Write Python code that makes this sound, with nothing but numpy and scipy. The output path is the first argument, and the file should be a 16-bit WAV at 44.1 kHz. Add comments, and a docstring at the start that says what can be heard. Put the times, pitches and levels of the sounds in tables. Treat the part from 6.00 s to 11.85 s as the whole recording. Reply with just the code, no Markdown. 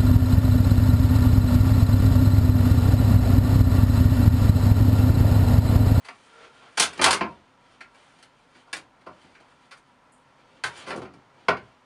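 """A cat paws at the front of a computer case beside a curtain in a small furnished room.
Fans hum throughout (filtered noise), and fur and curtain rustle from the start (clumped noise grains).
Paws soon thud and claws tick and drag on plastic and sheet metal (bursts of tiny slips, ringing the case).
Early on the disc tray whirs shut (noise through resonances); late on, between blows, a trinket jangles once.
Echoes of the paws, rustle and trinket are added, then the microphone colours everything."""
import sys
import numpy as np
from scipy import signal
from scipy.fft import rfft, irfft, next_fast_len
from scipy.io import wavfile

SR = 44100
rng = np.random.default_rng(int(sys.argv[2]) if len(sys.argv) > 2 else 0)


def transcribe(signal):
    """Save signal, clipped to [-1, 1], as a 16-bit WAV file at the path in sys.argv[1]."""
    frames = np.atleast_2d(signal).T
    limited = np.clip(frames, -1, 1)
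    pcm = np.round(limited * 32767).astype(np.int16)
    wavfile.write(sys.argv[1], SR, pcm)


N = 257978  # length in samples

# Smooth air noise of the fans: pitch_hz, relative_level_db
FAN_AIR = [(15, -45.5), (25, -8), (80, -10), (133, 1.5), (199, -21), (269, -1.5), (338, -12.5), (506, -3),
           (619, -4.5), (952, -2), (1980, -10), (9490, -31.5), (10500, -42.5), (13600, -75.5),
           (22000, -120)]
# Fan rumble and tones: pitch_hz, width_hz, level_db
FAN_TONES = [(34.11, 15, -73.5), (124, 97, -70), (254.6, 14, -74), (956, 63, -70), (1346.5, 16, -72.5)]
# Fur and curtain moving: time_s, relative_level_db, brightness_db
RUSTLE = [(0.0, -54, -0.5), (0.24, -58, 6), (0.68, -58, 3), (0.85, -51, 6), (1.09, -43.5, -11),
          (1.25, -56.5, -7.5), (1.46, -63.5, -3), (1.78, -66, -1), (2.1, -59.5, 3), (2.39, -66, 1),
          (2.7, -62, 0.5), (2.83, -73, -5.5), (3.2, -58.5, -0.5), (4.01, -73, 2.5), (4.6, -62, -6),
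          (4.8, -46.5, 5.5), (4.92, -42, -17.5), (5.05, -62, -18), (5.21, -66.5, -9), (5.85, -65, -4.5)]
# Knocks: start_s, low_panel_db, pad_step_db (pad against low panel), high_step_db (high against low
# panel), claw_step_db (claw against high panel), drag_s (time to fade to about a third)
KNOCKS = [(.086, -34.5, -16.5, 1.5, -8.5, 0.0071), (.798, -21.5, -10.5, 2.5, 2.5, 0.011),
          (0.977, -40.5, -6, -1.5, -2.5, 0.0094), (.993, -26.5, -4, -0.5, -13, 0.014),
          (1.015, -22, -11.5, 0, -1.5, 0.028), (1.042, -15, -17.5, 2.5, -0.5, 0.0054),
          (1.061, -12.5, -19.5, -7.5, -0.5, 0.0083), (1.108, -21, -14, 1, 0, 0.011),
          (1.129, -25, -15.5, 2, -1.5, 0.013), (1.209, -21, -6.5, -2, -13.5, 0.014),
          (2.188, -60, -4.5, 1.5, -2.5, 0.012), (2.227, -55.5, -9.5, 6, -2.5, 0.012),
          (2.73, -33, -18, 5, -2, .011), (4.638, -26.5, -12.5, 5, -5.5, .01),
          (4.962, -42, -3, -17, 6.5, 0.0041), (5.018, -38.5, -1, -8, -5.5, 0.014),
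          (5.137, -55.5, 5.5, -5.5, -2, 0.013), (5.484, -11, -12, -4.5, -12, 0.01),
          (5.57, -44.5, -2.5, 5, -9.5, 0.0094)]
# Short bursts that swell in without a sharp blow, mostly rubs: mid_rise_s (half the rise time after
# the burst begins), then the other columns as for knocks
SOFT_STARTS = [(0.046, -40.5, -23, 0, -3.5, .016), (.62, -44.5, -13, -10, -11, 0.018),
               (.773, -17, -14, 0, -1.5, .014), (.82, -21.5, -13, 3.5, 0, 0.015),
               (0.929, -43.5, -6, 2, 0, .0082), (1.074, -15, -17, -4, -4.5, 0.012),
               (1.807, -39, -14.5, 9.5, -9.5, 0.0085), (1.945, -56, -5.5, 6, -3.5, .011),
               (2.546, -49.5, -8.5, 2.5, -7.5, 0.015), (2.673, -45, -12, -14.5, -4, .011),
               (2.763, -41, -2.5, 1.5, 1, 0.011), (3.009, -56.5, -6, 2.5, -5, 0.011),
               (3.063, -32, -2.5, -8.5, -9.5, .012), (3.214, -55.5, -7, 0, -2, .011),
               (3.244, -55, 6, 1, -9, 0.013), (3.348, -50.5, -10, 6.5, -10, 0.012),
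               (3.399, -49.5, -8.5, -2.5, -5.5, .013), (3.71, -42, -20, 3, -4.5, 0.016),
               (3.769, -59, -6, 0.5, 1, .013), (4.658, -32.5, -15, -4.5, 0, 0.014),
               (4.762, -50, -3, 6.5, -1.5, 0.018), (4.865, -31.5, -8.5, -2.5, -4.5, 0.034),
               (4.904, -28, -13, 2, -9.5, 0.0078), (4.925, -35, -4.5, -17, -14, 0.008),
               (4.974, -35, 7, -23, 4, 0.0084), (5.049, -39.5, -4.5, -2, -11.5, 0.011)]
# Borders between the seven contact layers, from thump up to rattle: edge_hz
LAYER_EDGES_HZ = [75, 150, 400, 780, 1350, 2500, 4700, 16000]
# How readily each contact layer gives off sound: gain_db
LAYER_DB = [26.1, 18.9, 15.17, 12.56, 10.7, 9.75, 3.8]
# Air and walls of the case: pitch_hz, relative_level_db, fade_s (to fall 60 dB)
BOX = [(87, 1.5, 0.11), (110, 1, 0.05), (134.5, 2, 0.17), (258, -2.5, 0.11), (400, -9, 0.19)]
# Front panel: pitch_hz, relative_level_db, fade_s (to fall 60 dB)
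PANEL = [(432, -10, 0.26), (659, -3, 0.023), (944.4, -2, 0.22), (1029, -3, 0.21), (1158, 4, 0.06),
         (1357, -0.5, 0.083), (1653, -3, 0.04), (2110, -21, 0.026), (2158, -6.5, 0.11), (2570, -8, 0.033)]
# Tray motor: time_s, relative_level_db
TRAY = [(0.22, -86), (0.256, -61), (0.452, -48.5), (0.522, -61), (0.672, -53), (0.76, -66)]
# Resonances of the tray: pitch_hz, width_hz, relative_level_db
TRAY_RINGS = [(455, 15, -2), (638, 8.6, -6.5), (1380, 35, 3.5), (2260, 70, -37), (3190, 29, -6)]
# Small hanging metal thing: pitch_hz, relative_level_db, fade_s (to fall 60 dB)
TRINKET = [(7100, -5, 0.014), (8280, 0.5, 0.024), (9880, 0.5, 0.016), (10700, -6, .01)]
# How long the room's echoes last: pitch_hz, fade_s (to fall 60 dB)
ROOM = [(80, 0.47), (260, 0.3), (700, .22), (1840, 0.2), (4850, 0.15), (11000, 0.12)]
# Microphone colour: pitch_hz, gain_db
MICROPHONE = [(20, -10), (200, 2), (7000, 0.5), (7900, -2), (9200, 3.5), (10300, -3), (12000, -29.5),
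              (13500, -20.5), (16000, -29.5)]


def from_db(db):
    """Turn decibels into a plain multiplier."""
    return 10 ** (np.asarray(db) / 20)


def rms_one(x):
    """Scale a sound to an average (rms) strength of 1."""
    return x / np.sqrt(np.mean(x ** 2) + 1e-20)


def in_time(rows):
    """Draw each column as a line over the whole sound, from rows that start with a time."""
    times_s, *columns = np.transpose(rows)
    clock_s = np.arange(N) / SR
    return [np.interp(clock_s, times_s, column, right=column[-1]) for column in columns]


def at_hz(points, hz):
    """Read a curve of (pitch, value) at any pitch, along a logarithmic pitch scale."""
    curve_hz, values = np.array(points).T
    return np.interp(np.log(hz), np.log(curve_hz), values)


def band(x, low_hz, high_hz, order=2):
    """Keep mainly the pitches between two limits."""
    sos = signal.butter(order, [low_hz, high_hz], "band", fs=SR, output="sos")
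    return signal.sosfilt(sos, x)


def coloured(x, spectrum):
    """Raise and lower each pitch as a (pitch_hz, gain_db) curve says."""
    size = next_fast_len(N + 4096)
    hz = np.maximum(np.arange(size // 2 + 1) * SR / size, 1)
    gain = from_db(at_hz(spectrum, hz))
    return irfft(rfft(x, size) * gain, size)[:N]


def drift(rate_hz):
    """Slow random wandering of spread 1: smoothed noise, made at every 40th sample."""
    step, settle = 40, 2000
    r = np.exp(-2 * np.pi * rate_hz * step / SR)
    noise = rng.standard_normal(N // step + settle + 2)
    slow = signal.lfilter([1], [1, -2 * r, r * r], noise)[settle:]
    return np.interp(np.arange(N) / step, np.arange(len(slow)), rms_one(slow))


def ring(x, modes):
    """Struck resonances side by side, each a fading tone, with alternating signs."""
    out = 0
    for k, (hz, level_db, fade_s) in enumerate(modes):
        r = from_db(-60 / (fade_s * SR))
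        angle = 2 * np.pi * hz / SR
        strike = [0, from_db(level_db) * np.sin(angle)]
        out = out + (-1) ** k * signal.lfilter(strike, [1, -2 * r * np.cos(angle), r * r], x)
    return out


def whistle(hz, width_hz):
    """Noise through one resonance; rms 1."""
    r = np.exp(-np.pi * width_hz / SR)
    feedback = [1, -2 * r * np.cos(2 * np.pi * hz / SR), r * r]
    return rms_one(signal.lfilter([1, 0, -1], feedback, rng.standard_normal(N)))


def grains(per_s, spread_db):
    """Tiny slips at random moments with uneven sizes; rms 1."""
    size_db = spread_db * np.minimum(rng.exponential(1, N), 4)
    sizes = from_db(size_db) * rng.choice([-1, 1], N)
    happens = rng.random(N) < per_s / SR
    return rms_one(sizes * happens)


def fans():
    """Fans stir smooth, gently wavering air noise, with a few rumbles and tones."""
    air_db = -63 + 0.8 * drift(rate_hz=3.0)
    air = from_db(air_db) * rms_one(coloured(rng.standard_normal(N), FAN_AIR))
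    tones = sum(from_db(db) * whistle(hz, width_hz) for hz, width_hz, db in FAN_TONES)
    return air + tones


def rustle():
    """Fur and cloth rub in clumps of grains; brightness lifts the top and sinks the dull part."""
    level_db, brightness_db = in_time(RUSTLE)
    clumps_db = 2.8 * drift(rate_hz=4.7)
    dull = rms_one(band(rng.standard_normal(N), 110, 820))
    mid = rms_one(band(grains(per_s=7100.0, spread_db=0.0), 740, 3600))
    bright = rms_one(band(grains(per_s=3600.0, spread_db=3.5), 5000, 10000))
    mix = from_db(-5.5 - brightness_db) * dull + mid + from_db(-12.5 + brightness_db) * bright
    return from_db(level_db + clumps_db - 6.5) * mix


def forces():
    """Slips swell and fade over each drag; a knock starts with a sharp blow. One force per layer."""
    blow_db = 14  # first blow of a knock against its slips
    knock_rise_s, soft_rise_share = 0.0005, 0.36  # a soft start swells over this share of its drag
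    thump_db = -11.5  # floor thump under the pad thud
    boxy_share, tick_share = 0.45, 0.99  # of the pad step, and of the claw step
    rattle_steps = 2.3  # claw steps from the high panel up to the rattle
    out = np.full((len(LAYER_DB), N), 1e-18)
    slips = grains(per_s=9000.0, spread_db=2.0)
    knocks = [(*row, from_db(blow_db), knock_rise_s) for row in KNOCKS]
    soft_starts = [(*row, 0, soft_rise_share * row[-1]) for row in SOFT_STARTS]
    for time_s, panel_db, pad_db, high_db, claw_db, drag_s, blow, rise_s in knocks + soft_starts:
        start = round((time_s - rise_s / 2) * SR)
        drag_s = max(drag_s, 0.001)
        length = min(int(6 * (rise_s + drag_s) * SR), N - start)
        t = np.arange(length) / SR
        swell = (1 - np.exp(-t / rise_s)) ** 2
        force = slips[start:start + length] * swell * np.exp(-t / drag_s)
        force[0] += blow
        # thump, thud, boxy, low panel, high panel, tick, rattle
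        layer_db = np.array([pad_db + thump_db, pad_db, boxy_share * pad_db, 0, high_db,
                             high_db + tick_share * claw_db, high_db + rattle_steps * claw_db])
        out[:, start:start + length] += from_db(panel_db + layer_db)[:, None] * force
    return out


def contacts():
    """Soft paws drive the box, blows ring the panel, claws tick and rattle above."""
    layers = []
    for force, db, low_hz, high_hz in zip(forces(), LAYER_DB, LAYER_EDGES_HZ, LAYER_EDGES_HZ[1:]):
        layers.append(from_db(db) * band(force, low_hz, high_hz, order=3))
    thump, thud, boxy, low, high, tick, rattle = layers
    soft = thump + thud
    firm = boxy + low + high
    box_ring = from_db(-51.5) * ring(soft, BOX)
    panel_ring = from_db(-51) * ring(firm, PANEL)
    return soft + box_ring + firm + panel_ring + tick + rattle


def tray():
    """Gear noise in the resonances of the tray, stopping when it shuts."""
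    level_db, = in_time(TRAY)
    t = np.arange(N) / SR
    running = (t > TRAY[0][0]) & (t < TRAY[-1][0])
    whir = rms_one(sum(from_db(db) * whistle(hz, width_hz) for hz, width_hz, db in TRAY_RINGS))
    gear_noise = from_db(1.5) * rms_one(band(rng.standard_normal(N), 300, 2800))
    return from_db(level_db - 5.0) * (whir + gear_noise) * running


def trinket():
    """A small hanging metal thing is brushed: a short run of uneven touches rings it."""
    t = np.arange(N) / SR - 4.118  # seconds since the jangle began
    fade = (t > 0) * np.exp(-np.maximum(t, 0) / 0.038)
    touches = grains(per_s=1400.0, spread_db=1.5) * fade
    return from_db(-81) * ring(touches + 1e-18, TRINKET)


def reflections():
    """One set of dense echoes: noise that dies band by band after a short gap; energy 1."""
    gap_s = 0.00043
    t = np.arange(SR // 2) / SR
    edges_hz = 40 * 2 ** np.arange(0, 9.1, 0.5)  # half-octave bands
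    white = rng.standard_normal((2, len(t)))  # neighbouring bands use different noise
    tail = 0
    for k, (low_hz, high_hz) in enumerate(zip(edges_hz, edges_hz[1:])):
        fade_s = at_hz(ROOM, np.sqrt(low_hz * high_hz))
        tail = tail + band(white[k % 2], low_hz, high_hz) * from_db(-60 * t / fade_s)
    tail *= 1 - np.exp(-(t / gap_s) ** 2)
    return tail / np.sqrt(np.sum(tail ** 2))


def room(x, count=4):
    """Echoes fade steadily around several sets of dense noise, so no one pattern of tones stands out."""
    turn = np.arange(N) / SR * 20 % count  # 20 sets per second, in a circle
    out = 0
    for k in range(count):
        distance = np.abs((turn - k + count / 2) % count - count / 2)
        share = np.clip(1 - distance, 0, 1)
        out = out + signal.fftconvolve(x * np.sqrt(share), reflections())[:N]
    return from_db(-3) * out


def scene():
    """Paws, rustle and trinket get echoes; the tray and fans are added without."""
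    near = rustle() + contacts() + trinket()
    return (fans() + near + room(near) + tray())[None]


def record(dry):
    """Microphone colour and a trace of amplifier hiss, then the top is cut."""
    hiss = from_db(-91) * rng.standard_normal(N)
    heard = coloured(dry[0], MICROPHONE) + hiss
    top_cut = signal.cheby2(12, 70, 15700, fs=SR, output="sos")  # 70 dB down from 15700 Hz up
    return signal.sosfilt(top_cut, heard[None])


dry = scene()
out = record(dry)
transcribe(out)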